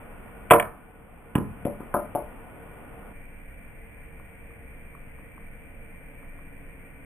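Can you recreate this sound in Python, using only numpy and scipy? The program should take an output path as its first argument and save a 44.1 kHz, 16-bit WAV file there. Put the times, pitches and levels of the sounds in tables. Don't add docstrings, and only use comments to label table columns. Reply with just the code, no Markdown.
import sys
import numpy as np
from scipy import signal
from scipy.fft import rfft, irfft, next_fast_len
from scipy.io import wavfile
from scipy.ndimage import uniform_filter1d, minimum_filter1d

SR = 44100
rng = np.random.default_rng(int(sys.argv[2]) if len(sys.argv) > 2 else 0)


def pcm_store(signal):
    levels = np.round(np.clip(np.atleast_2d(signal), -1, 1) * 32767)
    wavfile.write(sys.argv[1], SR, levels.astype(np.int16).T)


N = 310905
TIME = np.arange(N) / SR
SHORT = TIME[:SR // 2]

# start_s, strength_db
HINGE_CLICKS = [(0.5012, -34), (0.5080, 5.5), (0.5971, -18.5)]
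# start_s, ring_db, ring_pitch_hz, ring_width_octaves, crack_db, thump_db
BOUNCES = [(1.3525, -16, 978, 0.26, -12.5, -1.5), (1.6502, -23.5, 490, 0.44, -33, -13.5),
           (1.801, -35.5, 874, 1.3, -52, -26.5), (1.9407, -11.5, 900, 1.2, -47, -18),
           (2.1503, -15, 690, 0.2, -45, -23)]
# start_s, ring_db, thump_db
SHELL_SLAPS = [(1.6660, -21.5, -39), (1.9599, -19, -21.5)]
# start_s, level_db, pitch_hz
LEG_TICKS = [(4.198, -42, 1070), (4.506, -47, 1200), (4.95, -38, 1150), (5.1872, -46, 1100),
             (5.3786, -39.5, 1085), (6.23, -44.5, 1210), (6.3887, -45.5, 1070)]
# pitch_hz, level_db, fade_s (time to fall by 60 dB)
BODY_TONES = [(283, -13.5, 0.1), (364.6, -16.5, 0.056), (458, -16.5, 0.06), (483, -9.5, 0.053),
              (581, 0, 0.055), (618, -0.5, 0.051), (710, -1.5, 0.079), (748, -4, 0.031), (855, -6.5, 0.086),
              (925, -13.5, 0.11), (1011, -3, 0.07), (1144, -4, 0.022), (1244, -9.5, 0.044),
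              (1414, -0.5, 0.023), (1456, -15, .06), (1526, -9.5, 0.055)]
# time_s, left_minus_right_db
BEETLE_PAN = [(0.6, -1), (1.35, -2.8), (1.65, 4), (2.15, 4.5)]
# pitch_hz, level_db, fade_s
ECHO_TAIL = [(61.05, -1.5, 0.94), (168.4, -2.5, 0.55), (400, 5.5, 0.25), (900, -2.5, 0.37),
             (1756, -3.5, 0.41), (3300, -6, 0.1)]
# pitch_hz, width_hz, level_db
MIC_RESONANCES = [(2030, 560, 0), (2620, 210, 1), (3230, 310, -3.5)]
# pitch_hz, relative_level_db
NEAR_NOISE = [(12, -34), (20, -0.5), (34, -1), (80, -12), (233, -12), (360, -18.5), (457, -19), (498, -16),
              (619, -19), (706, -19), (1330, -24.5), (1450, -29), (1800, -27.5), (2380, -26.5),
              (3600, -48.5), (4680, -99.5), (7920, -120)]
# pitch_hz, relative_level_db
FAR_NOISE = [(12, 1), (20, 1.5), (92, -11.5), (116, -12.5), (277, -17), (419, -28), (457, -22.5),
             (580, -19.5), (619, -31.5), (676, -22.5), (770, -28), (1330, -32.5), (2330, -22),
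             (2660, -33.5), (3600, -52.5), (4680, -64), (7920, -120)]
# pitch_hz, width_hz, near_level_db, far_level_db
BACKGROUND_HUMS = [(458, 25, -56.5, -61), (726, 35, -61, -79.5), (1458, 71, -60, -68),
                   (1870, 39, -73, -70.5), (2347, 100, -66.5, -62)]
# pitch_hz, likeness (1 is the same, 0 is unrelated)
EAR_LIKENESS = [(30, .9), (100, .67), (220, .7), (370, .45), (700, .6), (1300, .68), (1800, .45),
                (2200, -.2), (2700, -.1)]

FLUTTER_S = 0.02685
THUMP_LAG_S = 0.00354


def snaps(kick_lag_s=0.00786):
    track = np.zeros(N)
    for start_s, strength_db in HINGE_CLICKS:
        crack_db = 3 + 0.64 * strength_db
        push_db = 1.5 * strength_db
        add(track, start_s, from_db(strength_db) * body_ring(pitch_hz=1020, octaves=0.72, length=0.71))
        add(track, start_s, from_db(crack_db) * crack(fade_s=0.037))
        add(track, start_s + THUMP_LAG_S, from_db(push_db - 11.5) * thump(pitch_hz=215))
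        kick = body_ring(pitch_hz=590, octaves=0.5, length=0.71)
        add(track, start_s + kick_lag_s, from_db(push_db - 4) * kick)
    return track


def landings():
    track = np.zeros(N)
    for start_s, ring_db, pitch_hz, octaves, crack_db, thump_db in BOUNCES:
        length = 0.65 * from_db(-0.16 * thump_db)
        thump_hz = 199 * from_db(-0.13 * thump_db)
        add(track, start_s, from_db(ring_db) * body_ring(pitch_hz, octaves, length))
        add(track, start_s, from_db(crack_db) * crack(fade_s=0.034))
        add(track, start_s + THUMP_LAG_S, from_db(thump_db) * thump(thump_hz))
    for start_s, ring_db, thump_db in SHELL_SLAPS:
        add(track, start_s, from_db(ring_db) * body_ring(pitch_hz=580, octaves=0.19, length=0.7))
        add(track, start_s + THUMP_LAG_S, from_db(thump_db) * thump(pitch_hz=290))
    return track


def body_ring(pitch_hz, octaves, length):
    ring = np.zeros(len(SHORT))
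    for k, (hz, level_db, fade_s) in enumerate(BODY_TONES):
        nearness = np.exp(-0.5 * (np.log2(hz / pitch_hz) / octaves) ** 2)
        strength = (-1) ** k * nearness * from_db(level_db + rng.normal(0, 2.5))
        ring += strength * np.sin(2 * np.pi * hz * SHORT) * fade(length * fade_s)
    spread = 2 ** np.clip(2.23 * octaves, 0.1, 2)
    crowd = butter(rng.standard_normal(len(SHORT)), [pitch_hz / spread, pitch_hz * spread], "band")
    crowd = rms_one(butter(crowd, 1400, "low", order=10)) * fade(length * 0.17)
    return ring / np.abs(ring).max() + 0.5 * from_db(-5) * crowd


def crack(fade_s, band_hz=(900, 2600)):
    burst = butter(rng.standard_normal(len(SHORT)), band_hz, "band", order=3)
    return 0.5 * rms_one(burst) * fade(fade_s)


def thump(pitch_hz, fade_s=0.012, low_hz=90, high_hz=800):
    swing = -np.sin(2 * np.pi * pitch_hz * SHORT) * fade(fade_s)
    swing = butter(swing, high_hz, "low")
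    swing = butter(swing, low_hz, "high", order=1)
    return swing / np.abs(swing).max()


def legs(fade_s=0.012, rise_s=0.00058):
    track = np.zeros(N)
    shape = fade(fade_s) * (1 - np.exp(-SHORT / rise_s))
    for start_s, level_db, pitch_hz in LEG_TICKS:
        ping = np.sin(2 * np.pi * pitch_hz * SHORT) * shape / shape.max()
        add(track, start_s, from_db(level_db) * ping)
    return track


def flutter(sound, echo_db=-9.5, band_hz=(70, 2000), rounds=8):
    out = echo = sound
    lag = round(FLUTTER_S * SR)
    for _ in range(rounds):
        delayed = np.pad(echo, (lag, 0))[:N]
        echo = -from_db(echo_db) * butter(delayed, band_hz, "band", order=1)
        out = out + echo
    return out


def echo_tail(sound, build_s=0.013, likeness=0.7):
    edges_hz = np.geomspace(40, 5000, 11)
    tail = 0
    for low_hz, high_hz in zip(edges_hz, edges_hz[1:]):
        hz = np.sqrt(low_hz * high_hz)
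        shared, side = butter(rng.standard_normal((2, len(SHORT))), [low_hz, high_hz], "band")
        band = np.sqrt((1 + likeness) / 2) * shared + np.sqrt((1 - likeness) / 2) * opposite(side)
        tail = tail + band * from_db(at_hz(ECHO_TAIL, hz)) * fade(at_hz(ECHO_TAIL, hz, column=2))
    tail = tail * (1 - np.exp(-SHORT / build_s)) / np.sqrt(SR * FLUTTER_S)
    return signal.fftconvolve(sound[None], tail, axes=1)[:, :N]


def microphones(sound):
    flow = np.diff(sound, prepend=0) * SR / (2 * np.pi)
    side = sum(from_db(db) * resonance(flow / hz, hz, width_hz) for hz, width_hz, db in MIC_RESONANCES)
    return sound + opposite(side)


def background(near_db=-43.5, far_db=-44, change_s=3.125, blend_s=0.011):
    far = np.clip((TIME - change_s) / blend_s, 0, 1)
    near = 1 - far
    out = near * from_db(near_db) * air(NEAR_NOISE) + far * from_db(far_db) * air(FAR_NOISE)
    for hz, width_hz, near_hum_db, far_hum_db in BACKGROUND_HUMS:
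        separate = rng.standard_normal((2, N))
        shared = np.sqrt(2 * abs(at_hz(EAR_LIKENESS, hz))) * rng.standard_normal(N)
        gain = near * from_db(near_hum_db) + far * from_db(far_hum_db)
        out = out + gain * hum(separate + shared, hz, width_hz)
    return out


def air(colour):
    size = next_fast_len(N)
    hz = np.arange(size // 2 + 1) * SR / size
    delay = np.exp(-1j * np.pi * hz * FLUTTER_S)
    comb = 1 - 0.16 * delay ** 2 + 0.56 * (hz / 2000).clip(0, 2) * delay
    shared, side = rfft(rng.standard_normal((2, size))) * from_db(at_hz(colour, hz)) * comb * (hz > 15)
    likeness = at_hz(EAR_LIKENESS, hz)
    spectrum = np.sqrt(1 + likeness) * shared + np.sqrt(1 - likeness) * opposite(side)
    return rms_one(irfft(spectrum, size)[:, :N])


def far_drone(level_db=-60, start_s=6.1):
    drone = hum(rng.standard_normal(N), pitch_hz=277, width_hz=25)
    return from_db(level_db) * drone * (TIME > start_s)


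def hum(noise, pitch_hz, width_hz):
    narrowed = resonance(noise, pitch_hz, width_hz)
    return rms_one(resonance(narrowed, pitch_hz, width_hz))


def gain_control(sound, limit_db=-11.5, attack_s=0.13, hold_s=0.55, recovery_db_per_s=14.5):
    power = uniform_filter1d(np.mean(sound ** 2, axis=0), round(0.017 * SR))
    over_db = np.maximum(10 * np.log10(np.maximum(power, 1e-12)) - limit_db, 0)
    hold = round(hold_s * SR)
    held_db = -minimum_filter1d(-over_db, hold, origin=(hold - 1) // 2, mode="constant")
    recovery_db = recovery_db_per_s * TIME
    cut_db = np.maximum.accumulate(held_db + recovery_db) - recovery_db
    smoothing = np.exp(-1 / (attack_s * SR))
    smooth_cut_db = signal.lfilter([1 - smoothing], [1, -smoothing], cut_db)
    return sound * from_db(-smooth_cut_db)


def from_db(db):
    return 10 ** (np.asarray(db) / 20)


def rms_one(sound):
    return sound / np.sqrt(np.mean(sound ** 2) + 1e-20)


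def fade(fade_s):
    return np.exp(-np.log(1000) * SHORT / fade_s)


def at_hz(table, hz, column=1):
    columns = np.transpose(table)
    return np.interp(np.log(np.maximum(hz, 1)), np.log(columns[0]), columns[column])


def butter(sound, hz, kind, order=2):
    return signal.sosfilt(signal.butter(order, hz, kind, fs=SR, output="sos"), sound + 1e-18)


def resonance(sound, hz, width_hz):
    return signal.lfilter(*signal.iirpeak(hz, hz / width_hz, fs=SR), sound + 1e-18)


def opposite(values):
    return values * [[1], [-1]]


def add(track, start_s, sound):
    start = round(start_s * SR)
    track[start:start + len(sound)] += sound[:N - start]


def scene(tail_db=-7):
    beetle = flutter(snaps() + landings() + legs())
    pan_db = np.interp(TIME, *np.transpose(BEETLE_PAN))
    with_tail = microphones(beetle) + from_db(tail_db) * echo_tail(beetle)
    return from_db(opposite(pan_db / 2)) * with_tail + background() + far_drone()


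def record(dry, ceiling=0.66, slowed_top_hz=3450, repeats=4, cutoff_hz=14700):
    limited = gain_control(ceiling * np.tanh(dry / ceiling))
    dulled = signal.sosfilt(signal.ellip(8, 0.3, 80, slowed_top_hz, fs=SR, output="sos"), limited)
    stepped = np.repeat(dulled[:, ::repeats], repeats, axis=1)[:, :N]
    return signal.sosfilt(signal.ellip(10, 0.2, 80, cutoff_hz, fs=SR, output="sos"), stepped)


dry = scene()
out = record(dry)
pcm_store(out)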